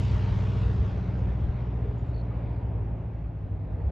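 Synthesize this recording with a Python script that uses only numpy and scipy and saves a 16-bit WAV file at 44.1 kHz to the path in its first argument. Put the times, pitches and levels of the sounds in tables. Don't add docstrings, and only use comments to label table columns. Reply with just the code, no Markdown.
import sys
import numpy as np
from scipy import signal
from scipy.fft import rfft, irfft, next_fast_len
from scipy.io import wavfile
from scipy.ndimage import uniform_filter1d, map_coordinates

SR = 44100
rng = np.random.default_rng(int(sys.argv[2]) if len(sys.argv) > 2 else 0)


def rack_gain(trim_db):
    fader = np.asarray(trim_db, float)
    return 10 ** (fader / 20)


def unload_audio(sound):
    columns = np.transpose(np.atleast_2d(sound))
    steps = np.round(np.clip(columns, -1, 1) * 32767)
    wavfile.write(sys.argv[1], SR, steps.astype(np.int16))


N = 172431


def unit(x):
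    return x / np.sqrt(np.mean(x ** 2) + 1e-20)


def along(points, hz):
    f, v = np.transpose(points)
    return np.interp(np.log(hz + 1), np.log(f + 1), v)


def curves(rows):
    s, *cols = np.transpose(rows)
    return [np.interp(np.arange(N) / SR, s, c) for c in cols]


def wobble(rate):
    return map_coordinates(rng.standard_normal(400), [np.arange(N) * rate / SR])


def filtered(x, response):
    edge = SR // 8
    m = next_fast_len(N + 4 * edge)
    wide = np.pad(x, [(0, 0)] * (np.ndim(x) - 1) + [(edge, edge)], "reflect")
    return irfft(rfft(wide, m) * response(np.fft.rfftfreq(m, 1 / SR)), m)[..., edge:edge + N]


# frequency in Hz, side relative to mid in dB.
WIDTH = [(100, -21), (260, -13.5), (350, -9.5), (700, -10), (1000, -11.5), (1450, 0), (2050, -13),
         (2500, -26), (4000, -51), (7200, -50), (7700, -16.5)]


def rush(spectrum, patchy_db, loss_db=np.zeros(N)):
    air_hz, air_power = 4800, 0.84
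    hz, s, z = signal.stft(rng.standard_normal((2, N)), SR, nperseg=512)
    field = uniform_filter1d(rng.standard_normal(z.shape[1:]), size=5, axis=0)
    field = uniform_filter1d(field, size=14, axis=1)
    z = z * rack_gain(patchy_db * unit(field))
    frame_loss = loss_db[np.minimum((s * SR).astype(int), N - 1)]
    loss = frame_loss * (hz[:, None] / air_hz) ** air_power

    def shape(f):
        return rack_gain(along(spectrum, f)) * [f * 0 + 1, rack_gain(along(WIDTH, f))]

    clear, dull = [filtered(signal.istft(v, nperseg=512)[1][:, :N], shape) for v in (z, z * rack_gain(loss))]
    mid, side = dull / np.std(clear[0])
    return np.array([mid + side, mid - side])


# time in seconds, cycles a second in Hz.
CYCLE = [(0.0, 15.61), (0.3, 15.44), (0.6, 15.33), (0.9, 15.29), (1.2, 15.19), (1.45, 15.03), (1.7, 14.82),
         (1.95, 14.65), (2.2, 14.53), (2.45, 14.43), (2.7, 14.24), (2.95, 13.95), (3.2, 13.72),
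         (3.45, 13.42), (3.7, 13.27), (3.9, 13.11)]
# time in seconds, level in dB, bark in dB.
ENGINE = [(0, -30, -4.5), (.5, -32.5, -1), (.9, -33.5, 0), (1.2, -33, .5), (1.5, -32, -5), (1.7, -34, -4),
          (2.2, -33.5, -5.5), (2.7, -35.5, -4), (3.2, -37.5, -2), (3.91, -39, -0.5)]
# multiple of the cycle, level in dB, drift in dB a second as the pipe turns away.
EXHAUST = [(3, -25, -1), (4, 0, -.3), (5, -11, .5), (6, -21, .5), (7, -9.5, 0), (8, 0, 0), (9, -14, .3),
           (10, -18, 0), (11, -13, .3), (12, -7.5, .3), (13, -18, -1.5), (14, -30, 0), (15, -26, 1),
           (16, -20, 0), (17, -21, -2.5), (18, -27, -1.5), (19, -23, .7), (20, -31, 3.5), (21, -34, 0),
           (23, -28.5, 0), (24, -22, -3), (25, -31.5, 0), (27, -25, -1), (28, -19, -4.5), (30, -29.5, 0),
           (36, -32, -4), (40, -24, -5)]
BARKING = {11: .4, 12: 1, 13: .4}


def exhaust(turn):
    t = np.arange(N) / SR
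    (level_db, bark_db), pipe_order = curves(ENGINE), 12
    start_turn, pulse_turn = 1.2, 2.6
    shaken_turn = turn + 0.01 * wobble(9) + start_turn
    tone = 0
    for k, db, drift in EXHAUST:
        size = rack_gain(db + drift * t + 1.1 * wobble(6) + BARKING.get(k, 0) * bark_db)
        scatter = (0.2 + 0.09 * max(k - pipe_order, 0)) * rng.normal()
        reversal = np.pi / 2 * (1 + np.sign(k - pipe_order))
        tone = tone + size * np.cos(k * shaken_turn + pulse_turn + reversal + scatter)
    return np.sqrt(2) * rack_gain(level_db) * tone


# time in seconds, strength in dB, brightness in dB.
ROAR = [(0, -53, -6), (.3, -52.5, -9.5), (.6, -55, -8.5), (.9, -55.5, -12), (1.2, -56.5, -15.5),
        (1.5, -57.5, -16.5), (1.8, -59, -18.5), (2.1, -62, -16), (2.4, -57, -22.5), (2.7, -67, -16.5),
        (3, -69, -14.5), (3.3, -65, -20), (3.6, -67.5, -17.5), (3.91, -68.5, -14)]
# frequency in Hz, density in dB per Hz.
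ROAR_COLOUR = [(290, -40), (500, -8.5), (631, -3), (796, -10), (906, -3), (3390, -14.5), (6390, -26.5),
               (11000, -48.5), (14300, -82), (22000, -120)]


def roar(turn):
    strength_db, bright_db = curves(ROAR)
    noise = rush(ROAR_COLOUR, patchy_db=2.0, loss_db=bright_db - bright_db[SR // 4])
    return rack_gain(strength_db + 4.5) * noise * (1 + 0.17 * np.sin(4 * turn))


def plane():
    turn = 2 * np.pi * np.cumsum(curves(CYCLE)[0]) / SR
    return exhaust(turn) + roar(turn)


# time in seconds, level in dB.
WASH = [(0.05, -47), (0.07, -47.5), (1.03, -46), (1.11, -45), (1.12, -48.5), (1.18, -45), (1.59, -47),
        (1.88, -44.5), (2.0, -47), (2.84, -47), (3.37, -50.5), (3.88, -48.5)]
# frequency in Hz, density in dB per Hz.
LAKE = [(100, -22), (200, -1.5), (320, -2), (450, -3), (800, -7), (1300, -21.5), (2500, -28), (5000, -60.5)]


def wash():
    return rack_gain(curves(WASH)[0] + 1 + 0.72 * wobble(3.6)) * rush(LAKE, patchy_db=0.4)


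# centre in seconds, length in seconds, frequency in Hz, level in dB.
SWELLS = [(.15, 0.54, 925, -52.5), (.68, 0.32, 435.5, -46), (1.2, 0.064, 297, -52), (1.85, 0.094, 432, -44),
          (1.945, 0.17, 3300, -77), (2.322, .012, 1220, -55), (2.405, 0.16, 565, -52.5),
          (2.385, .06, 60, -37.5), (2.45, 0.19, 2244, -67), (2.527, .12, 4630, -83.5),
          (2.469, .008, 2470, -59.5), (2.595, 0.22, 964, -56), (2.802, 0.067, 403, -51),
          (3.199, 0.096, 2095, -75), (2.726, 0.11, 61.6, -32.5), (3.5, .06, 284, -51.5),
          (3.806, 0.16, 640, -62), (3.86, 0.22, 473, -55)]


def swells():
    t, out = np.arange(N) / SR, np.zeros(N)
    for s, length, hz, db in SWELLS:
        band = filtered(rng.standard_normal(N), lambda f: np.exp(-((f / hz - 1) / 0.11) ** 2))
        out += rack_gain(db) * np.exp(-((t - s) / length) ** 2) * unit(band)
    return out


# time in seconds, frequency in Hz.
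DRONE_HZ = [(0, 99.4), (.6, 99.4), (1.2, 98.7), (2, 97.5), (2.6, 97.3), (3.91, 96.7)]
# time in seconds, level in dB.
DRONE = [(0, -27), (.5, -28.5), (.75, -29), (1, -33.5), (1.3, -35.5), (1.6, -46), (2, -42), (2.5, -50.5),
         (2.8, -29.5), (2.95, -47), (3.2, -52), (3.4, -41), (3.55, -33.5), (3.7, -37.5), (3.91, -38.5)]


def far_engine():
    (hz,), (level_db,) = curves(DRONE_HZ), curves(DRONE)
    turn = 2 * np.pi * np.cumsum(hz) / SR + 0.13 * wobble(8.3)
    size = np.sqrt(2) * rack_gain(level_db - 0.5 * wobble(9.4))
    second = rack_gain(-26.5) * np.sin(2 * turn)
    return size * np.array([np.cos(turn + lag) + second for lag in (.12, -.12)])


# start in seconds, length in seconds, end frequency in Hz, level in dB.
WHISTLES = [
    (.725, .045, 7100, -77),
    (.965, .025, 5750, -77),
    (1.165, .045, 6600, -72),
    (1.968, .058, 6800, -78),
    (2.058, .049, 7050, -80),
]


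def whistles():
    drop_hz, drop_s = 950, .013
    t, out = np.arange(N) / SR, np.zeros(N)
    for s, length, hz, db in WHISTLES:
        u = np.clip((t - s) / length, 0, 1)
        cycles = hz * t - drop_hz * drop_s * np.exp(-np.maximum(t - s, 0) / drop_s)
        envelope = np.sin(np.pi * u ** 1.1) ** 0.86 * (u < 1)
        out += rack_gain(db + 3 * wobble(90)) * envelope * np.sin(2 * np.pi * cycles)
    return out


CLICK_DB = [-14, -4, 0, -3]


def trill():
    start_s, syllable_s, click_gap_s, click_s = 2.139, .0166, .0041, .0016
    t, out = np.arange(N) / SR, np.zeros(N)
    for k in range(5):
        for j, db in enumerate(CLICK_DB):
            u = t - start_s - k * syllable_s - j * click_gap_s
            hz = 4400 - k * 35 + (j - 2) * 110
            size = rack_gain(-56.5 + db + 1.5 * rng.normal() - abs(k - 2))
            out += size * np.exp(-(u / click_s) ** 2) * np.sin(2 * np.pi * hz * u)
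    return out


# centre in seconds, peak in dB, sign of push or pull, left-right difference in dB.
BUMPS = [(.145, -19, -1, -30.5), (0.322, -21.5, 1, -30), (0.351, -23, -1, -34.5), (0.663, -21, 1, -44.5),
         (0.806, -16.5, -1, -33), (0.865, -29.5, 1, -42), (1.451, -20.5, -1, -26), (1.5, -15.5, -1, -37),
         (1.541, -27, 1, -38.5), (1.894, -32, -1, -42), (2.089, -27, -1, -35), (2.163, -23.5, -1, -44),
         (2.473, -30, -1, -26), (3.46, -34, 1, -32.5), (3.868, -21.5, -1, -48.5)]
# frequency in Hz, density in dB per Hz.
BUMP_COLOUR = [(15, -29), (30, -10), (45, 0.5), (62, 8.5), (78, 4), (110, -4), (180, -9.5), (400, -48),
               (1500, -120)]


def wind():
    bump_hz, bump_s, wake_s, low_cut_hz = 62, .013, .035, 33
    t = np.arange(N) / SR
    mid, side = unit(filtered(rng.standard_normal((2, N)), lambda hz: rack_gain(along(BUMP_COLOUR, hz))))
    size = rack_gain(-36.5 + 2.5 * wobble(8.4) - 0.39 * t)
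    for s, db, *_ in BUMPS:
        size = size + rack_gain(db - 21) * np.exp(-((t - s) / wake_s) ** 2)
    mid, side = size * mid, size * rack_gain(-18) * side
    for s, db, sign, side_db in BUMPS:
        push = np.sign(sign) * np.exp(-((t - s) / bump_s) ** 2) * np.cos(2 * np.pi * bump_hz * (t - s))
        mid, side = mid + rack_gain(db) * push, side + rack_gain(side_db - 9.5) * push
    return filtered(np.array([mid + side, mid - side]), lambda hz: 1 / (1 + (low_cut_hz / (hz + 1)) ** 4))


# frequency in Hz, density in dB per Hz.
HISS = [(2000, -31.5), (4000, -15), (5500, -8), (8000, 1), (11000, -6), (12200, -4.5), (12500, -44)]


def hiss():
    return rack_gain(-97.5) * rush(HISS, patchy_db=-2.3)


# frequency in Hz, lead of the left in radians.
LEAD = [(60, .03), (130, .1), (260, .02), (500, -.7), (950, -.6), (1400, 0), (1750, .4), (2400, 0),
        (7100, 0), (9000, -3.1), (11000, -6.28)]
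# frequency in Hz, left over right in dB.
TILT = [(40, -0.3), (180, .5), (350, 1.7), (700, -1.9), (1400, 2), (2800, 1.06), (5600, 0)]


def between_ports(air):
    sides = np.array([[1], [-1]])

    def response(hz):
        return rack_gain(sides * along(TILT, hz) / 2) * np.exp(.5j * sides * along(LEAD, hz))

    return filtered(air, response)


def scene():
    air = between_ports(plane() + wash() + swells() + hiss())
    return air + far_engine() + whistles() + trill() + wind()


def clock_whine(mid):
    bass = filtered(mid, lambda hz: (hz > 80) & (hz < 200))
    return rack_gain(-66) * bass * np.cos(2 * np.pi * 12000 * np.arange(N) / SR)


def band_limit(x):
    return signal.sosfilt(signal.butter(12, 13070, fs=SR, output="sos"), x)


def record(dry):
    mid = dry.mean(axis=0)
    notched = filtered(mid, lambda hz: ((hz < 8780) | (hz > 9260)) & (hz < 12420))
    heard = dry - mid + notched + clock_whine(mid)
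    fade = np.minimum(np.arange(N)[::-1] / SR / .004, 1)
    return band_limit(heard * fade)


dry = scene()
out = record(dry)
unload_audio(out)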